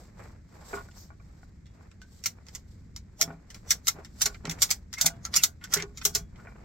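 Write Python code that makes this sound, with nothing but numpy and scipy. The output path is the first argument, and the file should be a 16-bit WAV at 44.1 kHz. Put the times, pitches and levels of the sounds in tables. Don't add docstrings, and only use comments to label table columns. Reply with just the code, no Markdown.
import sys
import numpy as np
from scipy import signal
from scipy.fft import rfft, irfft
from scipy.io import wavfile

SR = 44100
rng = np.random.default_rng(int(sys.argv[2]) if len(sys.argv) > 2 else 0)


def put_to_file(sound):
    columns = np.atleast_2d(sound).T
    safe = np.clip(columns, -1, 1)
    whole_steps = np.round(safe * 32767)
    wavfile.write(sys.argv[1], SR, whole_steps.astype(np.int16))


N = 292824
HZ = np.maximum(np.fft.rfftfreq(N, 1 / SR), 1)
FRAME, EARLY = 2 ** 14, 2 ** 12
T_BLOW, HZ_BLOW = (np.arange(FRAME) - EARLY) / SR, np.fft.rfftfreq(FRAME, 1 / SR)


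def from_db(db):
    return 10 ** (np.asarray(db) / 20)


def rms_one(x):
    return x / np.sqrt(np.mean(x ** 2) + 1e-20)


def in_time(rows):
    s, *columns = np.transpose(rows)
    return [np.interp(np.arange(N) / SR, s, column) for column in columns]


def at_hz(points, hz=HZ):
    point_hz, value = np.transpose(points)
    return np.interp(np.log(hz), np.log(point_hz), value)


def drift(rate_hz):
    slow = irfft(rfft(rng.standard_normal(N)) / (1 + (HZ / rate_hz) ** 2), N)
    return rms_one(slow)


def grains(per_s, spread_db):
    sizes = from_db(spread_db * np.minimum(rng.exponential(1, (2, N)), 4))
    signs = rng.choice([-1, 1], (2, N))
    present = rng.random((2, N)) < per_s / SR
    return rms_one(sizes * signs * present)


# (f/Hz, likeness from 0 to 1)
LIKENESS = [(60, 0.98), (180, 0.95), (550, 0.18), (1650, 0.38), (4970, 0.15), (15000, 0.25)]


def diffuse(pair, spectrum):
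    mid, side = rfft(pair)
    alike = np.clip(at_hz(LIKENESS), 0, 1)
    both = np.sqrt(1 + alike) * mid + np.sqrt(1 - alike) * side * [[1], [-1]]
    return rms_one(irfft(both * from_db(at_hz(spectrum)), N))


def body(modes, scatter_db, turn_per_khz):
    hz, level_db, t60 = np.transpose(modes)[:, :, None]
    decay_per_s = np.log(1000) / t60
    resonance = SR / 2 / (decay_per_s + 2j * np.pi * (HZ_BLOW - hz))

    def struck():
        luck = rng.standard_normal((3, len(modes)))
        turn = np.minimum(turn_per_khz * hz.T / 1000, np.pi) * luck[1:]
        strength = from_db(level_db.T + scatter_db * luck[0])
        return (strength * np.exp(1j * turn) * -1j) @ resonance
    return struck


def near(centre_hz, fall_db_per_octave):
    return -fall_db_per_octave * np.abs(np.log2((HZ_BLOW + 1) / centre_hz))


def add(out, s, spectrum):
    start = round(s * SR)
    out[:, start:start + FRAME] += irfft(spectrum, FRAME)


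# (t/s, level/dB)
GUSTS = [(0.0, -51), (3.55, -49.5), (4.46, -47), (6.64, -47)]
# (f/Hz, relative level/dB per Hz)
WIND = [(12, -25), (20, -7), (59, 2), (87, 0.5), (135, -7), (190, -6), (500, -32), (650, -62.5),
        (1100, -120)]
# (f/Hz, relative level/dB per Hz)
AIR = [(180, -32.5), (300, 0), (942, -20), (2110, -13.5), (2960, -29.5), (7350, -23.5), (10000, -47),
       (13000, -77.5), (22000, -120)]


def weather():
    [wind_db] = in_time(GUSTS)
    wind = diffuse(rng.standard_normal((2, N)), WIND) * from_db(wind_db + 1.4 * drift(0.57))
    air = from_db(-68.5) * diffuse(rng.standard_normal((2, N)), AIR)
    return wind + air


# (f/Hz, relative level/dB per Hz)
BRUSH = [(2500, -40), (4000, -10), (5600, 0), (7000, -5), (9500, -28), (13000, -8), (16000, -18)]


def brush(start_s, length_s, level_db):
    gone = np.clip((np.arange(N) / SR - start_s) / length_s, 0, 1)
    swish = np.sin(np.pi * np.sqrt(gone))
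    return from_db(level_db) * swish * diffuse(rng.standard_normal((2, N)), BRUSH)


# (t/s, hold/s, webbing hiss level/dB, scuffing level/dB)
MOVES = [(0, 0.013, -60.5, -58.5), (0.2, 0.055, -64.5, -53.5), (0.548, 0.2, -65.5, -59),
         (0.698, 0.065, -51.5, -50), (0.735, 0.0077, -53, -47), (0.82, 0.015, -59, -69),
         (0.958, 0.041, -60, -63.5), (1.25, 0.18, -74.5, -73), (1.762, 0.1, -80.5, -67),
         (2.138, 0.045, -63, -74.5), (2.318, 0.074, -77, -70), (2.52, 0.014, -62, -65),
         (2.69, 0.015, -67, -79), (3.265, 0.032, -69, -55), (3.543, 0.026, -64, -62.5),
         (3.67, 0.065, -66, -58), (3.966, 0.037, -69.5, -57), (4.181, 0.13, -60, -59.5),
         (4.498, 0.14, -70, -53), (4.674, 0.023, -66, -71), (5.092, 0.09, -78.5, -59.5),
         (5.296, 0.091, -79, -59), (5.759, 0.014, -55.5, -49.5), (6.384, 0.13, -71.5, -59),
         (6.562, 0.082, -75.5, -58)]
SWELL_DB_PER_S, FADE_DB_PER_S = 217, 148
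REST_HISS_DB, REST_SCUFF_DB = -77, -74


def strokes():
    s, hold, *levels_db = np.transpose(MOVES)[:, :, None]
    t = np.arange(0, N + 64, 64) / SR
    swell_db = -SWELL_DB_PER_S * np.maximum(s - t, 0)
    fade_db = -FADE_DB_PER_S * np.maximum(t - s - hold, 0)
    tracks_db = []
    for db, rest_db in zip(levels_db, (REST_HISS_DB, REST_SCUFF_DB)):
        gain = from_db(rest_db) + from_db(db + swell_db + fade_db).max(axis=0)
        tracks_db.append(np.interp(np.arange(N) / SR, t, 20 * np.log10(gain)))
    return tracks_db


# (f/Hz, relative level/dB per Hz)
WEBBING = [(1470, -36), (2500, -13), (3950, -3), (4880, -0.5), (6700, -3.5), (7590, 5), (9890, -21),
           (11500, -8), (13900, -9.5), (16000, -17.5)]
# (f/Hz, relative level/dB per Hz)
SCUFF = [(180, -39), (300, -2), (489, 0.5), (840, -3), (1450, -6), (2300, -11), (2800, -20.5), (5200, -56),
         (8800, -120)]


def handling(fast_db, brighten):
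    hiss_db, scuff_db = strokes()
    hiss = diffuse(grains(4000, spread_db=1.8), WEBBING) * from_db(hiss_db + 2.0 * drift(30))
    top = irfft(rfft(hiss) * (1 - 1 / (1 + (HZ / 7000) ** 12)), N)
    top_gain = from_db(brighten * np.minimum(hiss_db - fast_db, 0))
    hiss = hiss + top * (top_gain - 1)
    scuff = diffuse(grains(900, spread_db=1.0), SCUFF) * from_db(scuff_db + 2.5 * drift(30))
    return hiss + scuff


# (t/s, length/s, level/dB, centre of the modes it wakes f/Hz)
SCRAPES = [(0, 0.042, -52, 510), (0.599, 0.13, -55, 990), (0.734, 0.092, -40.5, 1080),
           (3.187, 0.063, -46, 685), (3.283, 0.09, -48, 780), (3.953, 0.1, -49, 793),
           (4.443, 0.036, -39, 560), (4.975, 0.089, -41.5, 1700), (5.058, 0.03, -42, 675),
           (5.331, 0.12, -40.5, 2140), (5.608, 0.093, -50, 1790), (5.732, 0.063, -36, 1600),
           (5.778, 0.065, -39.5, 2150), (6.385, 0.053, -53.5, 1198)]
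# (f/Hz, relative level/dB, t60/s)
CLATTER = [(510, -28, 0.015), (683, -18, 0.074), (804, -6.5, 0.016), (1120, -5.5, 0.022), (1450, -6, 0.054),
           (1810, -12.5, 0.018), (2350, -5.5, .025), (2310, -12.5, .025)]


def scraping(density, grit_db, scatter_db, fall_db_per_octave):
    iron = body(CLATTER, scatter_db=scatter_db, turn_per_khz=0.67)
    out = np.zeros((2, N + FRAME))
    for s, length, level_db, centre_hz in SCRAPES:
        slips = rng.standard_normal(FRAME) * (rng.random(FRAME) < density)
        stroke = np.sin(np.pi * np.sqrt(np.clip(T_BLOW / length, 0, 1)))
        gain = from_db(level_db + near(centre_hz, fall_db_per_octave))
        add(out, s, gain * rfft(stroke * slips) * (iron() + from_db(grit_db)))
    return out[:, EARLY:EARLY + N]


# (f/Hz, relative level/dB, t60/s)
WALL = [(678, 1, .28), (1513, -5, .11), (1570, -10, .26), (2870, -13, .25), (3350, -9, .28),
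        (3660, -13, .22), (3780, -5, .06)]
# (t/s, level/dB, centre of the modes they wake f/Hz, fall away from it/dB per octave)
RINGS = [(1.657, -55, 3750, 27), (2.018, -44.5, 1490, 28), (3.224, -44, 700, 9), (3.72, -56.5, 700, 7.5),
         (5.06, -41, 1400, 1), (5.74, -46.5, 1500, 5.5), (6.053, -43, 1800, 4.5), (6.155, -44.5, 1800, 4.5)]


def wall():
    struck = body(WALL, scatter_db=2.2, turn_per_khz=0.19)
    out = np.zeros((2, N + FRAME))
    for s, level_db, centre_hz, fall_db_per_octave in RINGS:
        gain = from_db(level_db + near(centre_hz, fall_db_per_octave))
        add(out, s, gain * rfft(T_BLOW == 0) * struck())
    return out[:, EARLY:EARLY + N]


# (t/s, clatter level/dB, beam boom level/dB, shell ring level/dB)
KNOCKS = [(0.731, -24, -48, -39.5), (0.764, -43, -39, -66), (0.887, -41, -67, -86),
          (1.104, -39.5, -70, -77), (1.199, -41, -61, -72), (1.431, -43, -50, -90), (1.809, -43, -74, -82),
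          (2.386, -45, -73, -82), (3.223, -41, -37.5, -56), (3.278, -37, -32, -74.5),
          (3.305, -37, -45, -54.5), (3.949, -57, -40, -63.5), (3.987, -42, -55.5, -50.5),
          (4.259, -26.5, -37.5, -49), (4.448, -42, -37, -43), (4.479, -31, -34.5, -68),
          (5.045, -24.5, -35, -77), (5.766, -38, -33.5, -40.5), (5.827, -33, -79, -45.5),
          (6.052, -35.5, -49.5, -47), (6.156, -35, -41.5, -48), (6.471, -35, -64, -81)]
# (f/Hz, relative level/dB, t60/s before the webbing damps them)
BEAM = [(164.7, -6, 0.27), (243, -3, 0.041), (278, -21.5, 0.38)]
# (f/Hz, relative level/dB, t60/s before the webbing damps them)
SHELL = [(409, 4, .14), (424, -4, .08)]
# clatter, beam boom, shell ring (level/dB relative to the snap level)
SHAKE_DB = (-33, -46.5, -63)
HARD_DB = -15
FULL_JUDDER_DB, SHORTER_PER_DB = -38, .25
MUFFLING = 1.4


def tank(judder_db, judder_t60, soft_hz):
    parts = [body(modes, scatter_db=2.0, turn_per_khz=0.94) for modes in (CLATTER, BEAM, SHELL)]
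    fading = from_db(-60 * np.maximum(T_BLOW, 0) / judder_t60)
    soft = 1 / (1 + 1j * HZ_BLOW / soft_hz) ** 3
    out = np.zeros((2, N + FRAME))
    shakes = [(s, *np.add(db, SHAKE_DB)) for s, db, _ in CLICKS if db > HARD_DB]
    for s, *levels_db in KNOCKS + shakes:
        faster = 1 + SHORTER_PER_DB * max(FULL_JUDDER_DB - max(levels_db), 0)
        ragged = rng.standard_normal(FRAME) * (rng.random(FRAME) < .03)
        judder = from_db(judder_db) * fading ** faster * (T_BLOW > 0) * ragged
        force = (T_BLOW == 0) + judder
        response = sum(from_db(db) * part() for db, part in zip(levels_db, parts))
        sound = irfft(soft * rfft(force) * response, FRAME)
        add(out, s, rfft(sound * fading ** (MUFFLING * (faster - 1))))
    return out[:, EARLY:EARLY + N]


# (t/s, start f/Hz, end f/Hz, length/s, level/dB)
SQUEAKS = [(4.965, 2080, 2180, 0.039, -39.5), (5.333, 4630, 4700, 0.026, -30),
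           (5.357, 3080, 2500, 0.067, -38), (5.068, 2120, 2005, .026, -32), (5.248, 1350, 1340, 0.038, -43),
           (5.632, 1450, 1546, 0.035, -46), (5.722, 1396, 1317, 0.046, -33),
           (5.748, 1305, 1664, 0.03, -36.5)]


def pivot(rough):
    out = np.zeros(N)
    for s, start_hz, end_hz, length, level_db in SQUEAKS:
        hz = np.linspace(start_hz, end_hz, round(length * SR))
        start = round(s * SR)
        swell = np.hanning(len(hz)) ** .5
        tone = np.sin(2 * np.pi * np.cumsum(hz) / SR)
        out[start:start + len(hz)] = from_db(level_db) * swell * tone
    return out * (1 + rough * drift(300))


# (t/s, snap level/dB, rattle level/dB relative to the snap)
CLICKS = [(0.9128, -45, -23), (1.658, -48, -28), (1.667, -45, -45), (1.9125, -51, -18), (2.017, -32.5, -27),
          (2.2391, -17.5, -29), (2.259, -5.5, -24), (2.467, -35, -46), (2.485, -36, -22),
          (2.5503, -22.5, -19.5), (2.9628, -23, -30.5), (3.2122, -16.5, -11.5), (3.2192, -8.5, -15),
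          (3.5032, -28, -25.5), (3.5452, -25, -35), (3.7061, -4.5, -18.5), (3.7131, -6, -18.5),
          (3.871, -6, -35), (3.88, -4, -18.5), (4.048, -30, -26), (4.209, -30, -10), (4.2171, -1, -21),
          (4.2571, -10.5, -13.5), (4.344, -57.5, -4.5), (4.4527, -40, -13.5), (4.4687, -42.5, -12),
          (4.4958, -17, -25), (4.511, -17, -22), (4.586, -51, -10), (4.6198, 2, -38.5), (4.6244, -4, -16),
          (4.6908, -56, 0), (4.7047, -6, -24.5), (4.711, -5, -19.5), (4.9295, -19.5, -34),
          (4.9376, -21.5, -23), (4.983, -22, -20), (5.0122, 0, -23.5), (5.0596, -4, -15), (5.251, -20, -15),
          (5.3395, -25, -10.5), (5.3559, -13, -15), (5.3628, -1, -17), (5.4355, 0, -17),
          (5.64, -22.5, -23.5), (5.723, -30, -4), (5.7375, 0.5, -24.5), (5.743, -23, -19.5),
          (5.7687, -41, 4.5), (5.8, -37, -7.5), (5.821, -37, -8), (5.9734, -25.5, -15.5),
          (6.0133, -51.5, 1), (6.0519, 3, -26.5), (6.15, -1.5, -37.5), (6.154, -9.5, -18.5),
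          (6.3583, -52, -18)]
# (f/Hz, relative level/dB, t60/s)
BUCKLE = [(1360, -22, .04), (2085, -20, .04), (5680, -3, .04), (6400, -5, .035), (7090, -5, .03),
          (7430, -6, .03), (11430, -11, .03), (1540, -48, .25)]
# (f/Hz, relative level/dB per Hz)
SNAP = [(350, -53.5), (600, -29), (670, -31), (1230, -21), (1390, -19.5), (1660, -19), (2090, -14.5),
        (2680, -18.5), (3830, -11.5), (5630, -3.5), (7520, -6), (10000, -28), (11700, -20), (16000, -25.5)]
# (t/s, change of low tilt/dB)
TENSION = [(3.2, -4), (4.0, 0), (6.2, -2.5)]
LOW_TILT_DB, LOW_GAIN_PER_DB = 6.5, 0.4604
HIGH_TILT_DB, HIGH_LOSS_PER_DB = 8.5, 0.3


def buckle(small_db, small_t60, ring_db, rattle_t60, tail_db, tail_t60, drag_db, drag_s,
           apart_hz, crack_db, burst_t60, linger_db):
    struck = body(np.add(BUCKLE, [0, ring_db, 0]), scatter_db=0.5, turn_per_khz=0.32)
    low = 1 / (1 + (HZ_BLOW / 2600) ** 6)
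    high = 1 - 1 / (1 + (HZ_BLOW / 9600) ** 12)
    after, before = np.maximum(T_BLOW, 0), np.minimum(T_BLOW, 0)
    rattle = from_db(-60 * after / rattle_t60) * (after > 0)
    drag = from_db(drag_db) * np.exp(before / drag_s) * (before < 0)
    tail = from_db(tail_db - 60 * after / tail_t60) * (after > 0)
    since = np.arange(FRAME) / SR
    burst, linger = from_db(-60 * since / burst_t60), from_db(-60 * since / small_t60)
    colour = from_db(small_db + at_hz(SNAP, HZ_BLOW + 1))
    apart = 1 / np.sqrt(1 + (apart_hz / (HZ_BLOW + 1)) ** 2)
    out = np.zeros((2, N + FRAME))
    for s, snap_db, rattle_db in CLICKS:
        tension_db = np.interp(s, *np.transpose(TENSION))
        low_db = LOW_TILT_DB + tension_db - LOW_GAIN_PER_DB * snap_db
        high_db = HIGH_TILT_DB + HIGH_LOSS_PER_DB * snap_db
        tilt = from_db(low_db) * low + from_db(high_db) * high + 1 - low - high
        luck = rng.standard_normal((5, FRAME))
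        chatter = luck[0] * luck[1] ** 3 / 2
        loose = rattle * chatter + drag * luck[0] * luck[1]
        force = rfft((T_BLOW == 0) + from_db(rattle_db) * loose)
        bursting, lingering = (1 - low) * rfft(luck[3:] * burst), rfft(luck[3:] * linger)
        mid, side = bursting + from_db(linger_db) * lingering
        crack = from_db(crack_db) * (1 - low)
        small = colour * (crack + mid + apart * side * [[1], [-1]])
        sound = force * struck() + (force + rfft(tail * luck[2])) * small
        add(out, s, from_db(snap_db) * tilt * sound)
    return out[:, EARLY:EARLY + N]


def scene():
    around = weather() + brush(start_s=0.96, length_s=0.13, level_db=-54.5)
    around = around + handling(fast_db=-53, brighten=0.29)
    scrapes = scraping(density=0.029, grit_db=27.5, scatter_db=2.5, fall_db_per_octave=15.0)
    knocks = tank(judder_db=-10.5, judder_t60=0.2, soft_hz=2500) + scrapes + wall()
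    steel = buckle(small_db=-5, small_t60=0.06, ring_db=-24.0, rattle_t60=0.044, tail_db=-25.5,
                   tail_t60=0.11, drag_db=-15, drag_s=0.011, apart_hz=2500, crack_db=11.0,
                   burst_t60=0.0058, linger_db=-11)
    to_the_right = from_db([[-.7], [.7]])
    return around + knocks + (steel + pivot(rough=0.48)) * to_the_right


PEAK = .85
CUTOFF_HZ = 15850


def record(dry):
    rounded = PEAK * np.tanh(dry / PEAK)
    low_pass = signal.ellip(14, .5, 90, CUTOFF_HZ, fs=SR, output="sos")
    return signal.sosfilt(low_pass, rounded)


dry = scene()
out = record(dry)
put_to_file(out)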